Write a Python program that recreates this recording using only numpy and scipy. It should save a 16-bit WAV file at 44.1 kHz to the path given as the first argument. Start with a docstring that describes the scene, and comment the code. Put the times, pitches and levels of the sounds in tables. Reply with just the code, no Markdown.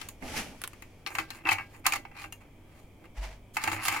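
"""A quiet room: hands loosen a small circuit board and its ribbon cables from an open plastic printer
chassis. A cable slides out with a grainy rub and soft thumps, and its end flicks loose. The board knocks,
rattles and scrapes against the chassis, and both ring; there is a brief creak and a thin high squeak.
One soft low bump comes with a brushing sound. A fan hums throughout."""
import sys
import numpy as np
from scipy import signal
from scipy.fft import rfft, irfft, next_fast_len
from scipy.io import wavfile

SR = 44100
rng = np.random.default_rng(int(sys.argv[2]) if len(sys.argv) > 2 else 0)


def master(y):
    """Save y as 16-bit WAV."""
    cut = np.clip(np.atleast_2d(y).T, -1, 1)
    pcm = np.round(cut * 32767)  # scale
    wavfile.write(sys.argv[1], SR, pcm.astype(np.int16))


N = 176400
TIME = np.arange(N) / SR

# Board and cable hitting the chassis. Each row: start in seconds, clack level in dB,
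# knock, snap and tick in dB relative to the clack, left over right in dB.
CONTACTS = [(0.014,-30,-19,-3.5,-13.5,22), (.087,-36.5,-12,-2,-1.5,2.5), (.224,-32,-17,-33,-28,-32),
            (.732,-39.5,-10.5,-11,-16,10), (0.822,-34,-17,-11.5,-15,8), (1.063,-22.5,-21,-4.5,-26.5,7),
            (1.072,-27,-26,-5.5,-15,13), (1.151,-18.5,-41,-13.5,-20.5,2.5), (1.185,-15,-45,-12.5,-23.5,8),
            (1.197,-24,-13,-7.5,-23,3), (1.304,-27,-28,-5.5,-15,9), (1.452,-31,-20.5,-16,-55,1),
            (1.471,-17,-43,-15.5,-34,3), (1.489,-14,-43,-9,-23,6), (1.511,-16.5,-16,-11.5,-22,2),
            (1.517,-9.5,-43,-37,-27,16), (1.529,-22.5,-32,-16,-12.5,-4), (1.584,-22.5,-34,-18.5,-32,9),
            (1.856,-14,-26,-26,-39,3), (1.865,-9.5,-35,-4.5,-11,-2.5), (1.869,-22.5,-42,-26,-12,6),
            (1.922,-21,-19.5,-8,-12,-2), (1.935,-15,-22.5,-9.5,-20,-2.5), (1.958,-25,-17.5,-9,-15,-2),
            (2.051,-31,-16.5,-18.5,-44,-4.5), (2.114,-39,-23,-22,-35,-2), (2.241,-23,-25,-24,-44,-3.5),
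            (2.324,-36,-31,-7.5,-5.5,9), (3.568,-13.5,-45,-14.5,-21.5,1.5), (3.638,-19,-15,-6,-12.5,1),
            (3.675,-13,-22,-17,-25,1), (3.683,-23,-17,-18,-24,2), (3.716,-19.5,-19,-12,-23,9),
            (3.730,-18.5,-29,-16,-25,1), (3.882,-13.5,-22.5,-6.5,-13,0), (3.923,-25,-37,-24,-12,16),
            (3.962,-18.5,-20,-30,-27,7.5)]


def from_db(db):
    return 10 ** (np.asarray(db) / 20)


def unit_rms(x):
    return x / np.sqrt(np.mean(x ** 2) + 1e-20)


def envelopes(rows):
    """One gain curve per dB column, with 10 ms fades outside the rows."""
    times_s, *columns_db = np.transpose(rows)
    gate = np.clip(np.minimum(TIME - times_s[0], times_s[-1] - TIME) * 100 + 1, 0, 1)
    return [gate * from_db(np.interp(TIME, times_s, db)) for db in columns_db]


def colour(x, points, keep_rms=True, db_scale=1):
    """Minimum-phase filter through (Hz, dB) points; keep_rms holds the level of white noise."""
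    size = next_fast_len(N + SR // 4, real=True)
    size += size % 2
    hz, db = np.transpose(points)
    bins_hz = np.arange(size // 2 + 1) * SR / size
    gain = from_db(db_scale * np.interp(np.log(bins_hz + 1), np.log(hz), db))
    cepstrum = irfft(np.log(unit_rms(gain) if keep_rms else gain))
    cepstrum[1:size // 2] *= 2
    cepstrum[size // 2 + 1:] = 0
    return irfft(rfft(x, size) * np.exp(rfft(cepstrum)))[..., :N]


def stereo(pair):
    """Mid and side to left and right: narrow bass, wide treble."""
    # Stereo width. Each row: frequency in Hz, side gain in dB.
    width = [(60, -17), (150, -19), (300, -13), (700, -10), (1400, -7), (2600, -4), (5000, -2), (14000, -1)]
    side = colour(pair[1], width, keep_rms=False)
    return np.array([pair[0] + side, pair[0] - side])


def wander(per_s, swing_db):
    """A randomly drifting factor, rms 1."""
    knots = rng.uniform(-1.2, 1, SR // 10)
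    drift = np.interp(TIME * per_s, np.arange(len(knots)), knots)
    return unit_rms(from_db(swing_db * drift))


def resonance(x, hz, t60_s):
    """One mode, peak gain 1."""
    r = from_db(-60 / (t60_s * SR))
    gain = (1 - r * r) / 2
    return signal.lfilter([gain, 0, -gain], [1, -2 * r * np.cos(2 * np.pi * hz / SR), r * r], x)


def room(x, t60_s=0.16, build_s=0.0032):
    """Reflections merge into a short diffuse tail."""
    t = TIME[:SR // 2]
    tail = rng.standard_normal((2, len(t))) * from_db(-60 * t / t60_s) * np.minimum(t / build_s, 1)
    tail /= np.sqrt(np.sum(tail ** 2) / 2)
    return stereo(signal.fftconvolve(x, tail, axes=1)[:, :N])


def friction(slips_per_s=5000, spread_db=1.5, hiss_gain=1.1):
    """Tiny uneven slips on a smooth hiss; two signals, rms 1."""
    slipping = rng.random(N) < slips_per_s / SR
    sizes = from_db(spread_db * np.minimum(rng.exponential(1, N), 4))
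    slips = unit_rms(slipping * sizes * rng.standard_normal((2, N)))
    return unit_rms(slips + hiss_gain * rng.standard_normal((2, N)))


def fan_and_air(air_db=-54):
    """Steady fan tones over the noise of room air."""
    # Fan hum. Each row: frequency in Hz, rms level in dB.
    tones = [(48.5, -69.5), (98, -62), (146, -80), (242, -69.5), (291, -74)]
    # Air spectrum. Each row: frequency in Hz, gain in dB.
    air_spectrum = [(20, 1.5), (55, -3.5), (110, -5.5), (200, -10), (320, -12), (620, -16.5), (1000, -23),
                    (1500, -31), (1900, -31), (2350, -21), (2750, -36), (3200, -27), (3800, -40.5),
                    (11000, -42), (16000, -43)]
    hum = sum(from_db(db) * np.sqrt(2) * np.sin(2 * np.pi * (hz * TIME + rng.random()))
              for hz, db in tones)
    air = colour(stereo(rng.standard_normal((2, N))), air_spectrum)
    return hum + from_db(air_db) * air


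def cable_pull(gain_db=-3.5):
    """The ribbon slides between the fingers: grainy hiss over a dull rub."""
    # The pull. Each row: time in seconds, hiss in dB, rub in dB.
    pull = [(0, -46.5, -53), (.07, -53.5, -48), (.12, -66, -57), (.2, -66.5, -62), (.228, -50, -36.5),
            (.28, -42, -40), (.315, -42, -40.5), (.358, -37.5, -37), (.368, -29.5, -35.5),
            (.40, -32.5, -36.5), (.44, -43, -41.5), (.55, -56.5, -45.5), (.62, -57, -73),
            (1.04, -68.5, -60.5)]
    # Friction spectra. Each row: frequency in Hz, gain in dB.
    hiss_spectrum = [(700, -16), (1200, 4.5), (1600, 5), (2200, 8), (2900, 5.5), (3700, -1.5), (6000, -1),
                     (8000, -6.5), (11200, -6), (13000, -13), (16000, -18)]
    rub_spectrum = [(30, 2), (90, -3.5), (150, -6.5), (240, 5), (310, -5), (500, -7), (680, -5),
                    (860, -5.5), (1150, -27), (1800, -55)]
    hiss, rub = envelopes(pull)
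    slips = stereo(friction())
    return from_db(gain_db) * (colour(hiss * slips, hiss_spectrum) + colour(rub * slips, rub_spectrum))


def impacts(levels_db, t60_s, impact_height, impact_s=0.0055):
    """Each contact is a hard impact on a dying chatter; returns mid, side and pan signals."""
    t = TIME[:SR // 6]
    envelope = from_db(-60 * t / t60_s) + impact_height * np.exp(-(t / impact_s) ** 2)
    out = np.zeros((3, N + SR))
    for (start_s, *_, pan_db), db in zip(CONTACTS, levels_db):
        mid, side = envelope * rng.choice([-1, 1], (2, len(t)))
        pan = (from_db(pan_db) - 1) / (from_db(pan_db) + 1)
        start = int(start_s * SR)
        out[:, start:start + len(t)] += from_db(db) * np.array([mid, side, pan * mid])
    return out[:, :N]


def knocks_and_scrapes(drag_db=-6):
    """Impacts and a drag that catches unevenly excite four registers and the room."""
    # Register spectra, low to high. 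Each row: frequency in Hz, gain in dB.
    knock = [(60, -8.5), (105, -0.5), (160, -9.5), (230, -6.5), (325, 5.5), (420, -9.5), (600, -5.5),
             (900, -37)]
    clack = [(450, -37), (670, -10.5), (800, 3), (1000, 0), (1200, 2.5), (1450, -2.5), (1800, -3),
             (2150, 2), (2700, -1.5), (2950, -22), (4500, -49.5)]
    snap = [(2000, -12), (3100, 4.5), (3700, 2), (4300, 4), (5500, -0.5), (6300, -8), (8500, -63)]
    tick = [(4500, -22.5), (6300, 0), (6750, 6.5), (7600, 0), (9500, 2), (12000, -4), (15500, -4.5),
            (18000, -22)]
    # Register responses. Each row: hit gain in dB, t60 in seconds, impact over chatter, room in dB.
    registers = [(-11, 0.25, 0.67, -25.5), (-14, 0.072, 0.52, -10), (-13.5, 0.044, 0.45, -12),
                 (-6, 0.035, 0.79, -12.5)]
    # Board drags, one list each. Each row: time in seconds, then knock, clack, snap and tick in dB.
    drags = [
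        [(1.06, -69, -73, -72, -72), (1.12, -50.5, -39, -66, -54.5), (1.20, -42, -82, -53, -50),
         (1.27, -58, -58, -62.5, -76), (1.37, -58, -46.5, -58, -53), (1.42, -54, -53.5, -71, -83)],
        [(1.445, -45, -46, -72, -74), (1.46, -47.5, -27.5, -56, -60), (1.53, -42, -28, -32, -36.5),
         (1.56, -56, -42.5, -70, -85), (1.61, -58, -39.5, -61, -67), (1.69, -61, -72, -69.5, -73.5),
         (1.75, -67, -46, -61.5, -59), (1.80, -48.5, -65, -85, -71)],
        [(1.85, -57, -33.5, -47, -49), (1.90, -47, -37.5, -49, -55), (1.965, -64, -31, -43.5, -43),
         (1.99, -48, -76, -65, -89), (2.10, -69, -71, -95, -101), (2.175, -75, -42, -54.5, -58.5),
         (2.235, -58, -47.5, -52.5, -54), (2.28, -51, -76, -72, -68)],
        [(2.41, -101, -52, -70.5, -66), (2.52, -64.5, -77, -89, -102.5), (2.79, -62, -58, -68.5, -66.5),
         (2.92, -71.5, -88, -89.5, -83), (3.06, -52, -54, -70, -82.5)],
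        [(3.545, -54, -60, -56, -49.5), (3.59, -51, -37, -54, -62), (3.63, -63, -33.5, -41, -44),
         (3.665, -54, -29.5, -43.5, -49), (3.735, -39.5, -40.5, -50, -43.5), (3.79, -50.5, -37, -56.5, -61),
         (3.86, -49.5, -30, -34.5, -32.5), (3.90, -43.5, -30, -42.5, -44), (3.97, -45, -29, -41.5, -41.5),
         (4.0, -44, -35, -48, -50)],
    ]
    _, clack_db, knock_db, snap_db, tick_db, _ = np.transpose(CONTACTS)
    levels_db = [clack_db + knock_db, clack_db, clack_db + snap_db, clack_db + tick_db]
    drag_gains = from_db(drag_db) * np.sum([envelopes(rows) for rows in drags], axis=0)
    catches = wander(per_s=110, swing_db=3.5)
    scrape = catches * friction(slips_per_s=2500, spread_db=4, hiss_gain=0.94)
    spectra = [knock, clack, snap, tick]
    out = 0
    for spectrum, hits_db, drag_gain, register in zip(spectra, levels_db, drag_gains, registers):
        gain_db, t60_s, impact_height, room_db = register
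        hits = impacts(hits_db + gain_db, t60_s, impact_height)
        force = stereo(hits[:2] + drag_gain * scrape) + hits[2] * [[1], [-1]]
        direct = colour(force, spectrum)
        out = out + direct + from_db(room_db) * room(direct)
    return out


def chassis_ring(drive, t60_s=0.18, gain_db=4.5):
    """The plastic frame rings; each mode's share varies as the contact point wanders."""
    # Chassis modes. Each row: frequency in Hz, relative gain in dB.
    modes = [(101, 0), (323, -12), (800, -10.5), (877, -5), (1177, -6.5), (1590, 2.5), (1992, -2),
             (2241, -5), (2417, -10.5), (2645, -10), (2724, -6.5)]
    return sum(from_db(db + gain_db) * resonance(drive * wander(per_s=9, swing_db=9), hz, t60_s)
               for hz, db in modes)


def board_ring(drive, low_hz=2711, high_hz=14220, count=36, t60_s=0.049, gain_db=2.5):
    """The thin board's dense, short modes, each unequal left and right."""
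    modes_hz = np.geomspace(low_hz, high_hz, count) * rng.uniform(.98, 1.02, count)
    return from_db(gain_db) * sum(rng.random((2, 1)) * resonance(drive, hz, t60_s) for hz in modes_hz)


def board_on_chassis():
    """Contact noise and the ringing it drives, leaning left or right by frequency."""
    # Chassis balance. Each row: frequency in Hz, leftward lean in dB before scaling per channel.
    lean = [(150, -2.5), (380, -2), (700, -7.5), (1300, 1), (2000, -1.5), (3000, 6.5), (4400, -0.5),
            (7000, -4), (9500, 0), (12000, -10), (15000, -2)]
    drive = knocks_and_scrapes()
    left, right = drive + chassis_ring(drive) + board_ring(drive) + square_blows()
    return np.array([colour(left, lean, keep_rms=False, db_scale=0.68),
                     colour(right, lean, keep_rms=False, db_scale=-0.65)])


def thumps_creak_squeak():
    """Soft low thumps as the fingers pull the cable, then a brief creak and a thin high squeak."""
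    # Each row: centre in seconds, half length in seconds, pitch in Hz, peak dB, left over right in dB.
    events = [(0.229,0.0054,245,-38,4), (0.347,.013,875,-43,-14), (.39,0.023,238.8,-35,0),
              (0.48,0.012,241,-42,4), (2.176,.028,1464,-59,1), (2.2,.035,2444,-48.5,6),
              (2.188,0.017,4080,-57,5), (3.851,0.021,11080,-40,-13)]
    out = np.zeros((2, N))
    for centre_s, half_s, hz, db, pan_db in events:
        phase = 2 * np.pi * np.cumsum(hz * wander(per_s=600, swing_db=0.25)) / SR
        swell = np.exp(-((TIME - centre_s) / half_s) ** 2)
        out += np.sin(phase) * swell * from_db([[db + pan_db / 2], [db - pan_db / 2]])
    return out


def cable_flicks(crack_height=1.6, crack_s=0.0008, room_db=-18.5):
    """The loose end flicks: sharp, short bursts that leave the chassis still."""
    # Each row: start in seconds, click in dB, high tick in dB, t60 in seconds.
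    flicks = [(0.6166, -42.5, -44.5, 0.045), (.6378, -31.5, -53, 0.06), (0.676, -42.5, -40, 0.023)]
    # Flick spectra. Each row: frequency in Hz, gain in dB.
    click_spectrum = [(600, -11.5), (1050, 0.5), (1900, -0.5), (3000, -4), (7000, -15.5), (10000, -17)]
    tick_spectrum = [(4500, -11.5), (7000, -2), (11000, 6.5), (16000, -14)]
    clicks, ticks = np.zeros((2, 2, N))
    for start_s, click_db, tick_db, t60_s in flicks:
        t = np.maximum(TIME - start_s, 0)
        envelope = from_db(-60 * t / t60_s) + crack_height * np.exp(-t / crack_s)
        burst = rng.choice([-1, 1], (2, N)) * (TIME >= start_s) * envelope
        clicks += from_db(click_db) * burst
        ticks += from_db(tick_db) * burst
    direct = stereo(colour(clicks, click_spectrum) + colour(ticks, tick_spectrum))
    return direct + from_db(room_db) * room(direct)


def square_blows():
    """A square blow leaves one mode ringing above the rest."""
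    # Each row: start in seconds, frequency in Hz, level in dB, t60 in seconds.
    rings = [(1.063,2210,-33,0.069), (1.453,320,-34.5,0.28), (1.454,2674,-28.5,0.087),
             (1.49,2605,-14.5,0.046), (1.584,1623,-41,.25), (1.585,2000,-39.5,0.13),
             (1.923,2440,-18.5,0.035), (2.324,2790,-40.5,0.088)]
    out = 0
    for start_s, hz, db, t60_s in rings:
        t = np.maximum(TIME - start_s, 0)
        out = out + np.sin(2 * np.pi * hz * t) * from_db(db - 60 * t / t60_s)
    return out


def bump(start_s=3.172, hz=47.3, level_db=-25.5, rise_s=0.022, t60_s=0.46, brush_db=1):
    """A low swing swells and dies away under a light brushing."""
    # Brush envelope. Each row: time in seconds, level in dB.
    stroke = [(3.15, -66), (3.175, -51), (3.21, -53.5), (3.24, -42.5), (3.30, -55), (3.33, -53.5),
              (3.40, -73)]
    # Brush spectrum. Each row: frequency in Hz, gain in dB.
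    brush_spectrum = [(300, -14), (520, -12), (640, 6), (740, -5), (880, 1), (1200, -10), (2200, -4),
                      (3500, -13.5), (6000, -16.5), (16000, -33)]
    t = np.maximum(TIME - start_s, 0)
    envelope = np.minimum(t / rise_s, 1) * from_db(level_db - 60 * t / t60_s)
    swing = envelope * np.sin(2 * np.pi * hz * t)
    brush = envelopes(stroke)[0] * stereo(friction())
    return swing + from_db(brush_db) * colour(brush, brush_spectrum)


def scene():
    handling = board_on_chassis() + thumps_creak_squeak() + cable_pull() + cable_flicks() + bump()
    return handling + fan_and_air()


def record(dry):
    """Steep low-pass on the top treble."""
    cutoff_hz = 15900
    return signal.sosfilt(signal.ellip(10, .2, 80, cutoff_hz, fs=SR, output="sos"), dry)


dry = scene()
out = record(dry)
master(out)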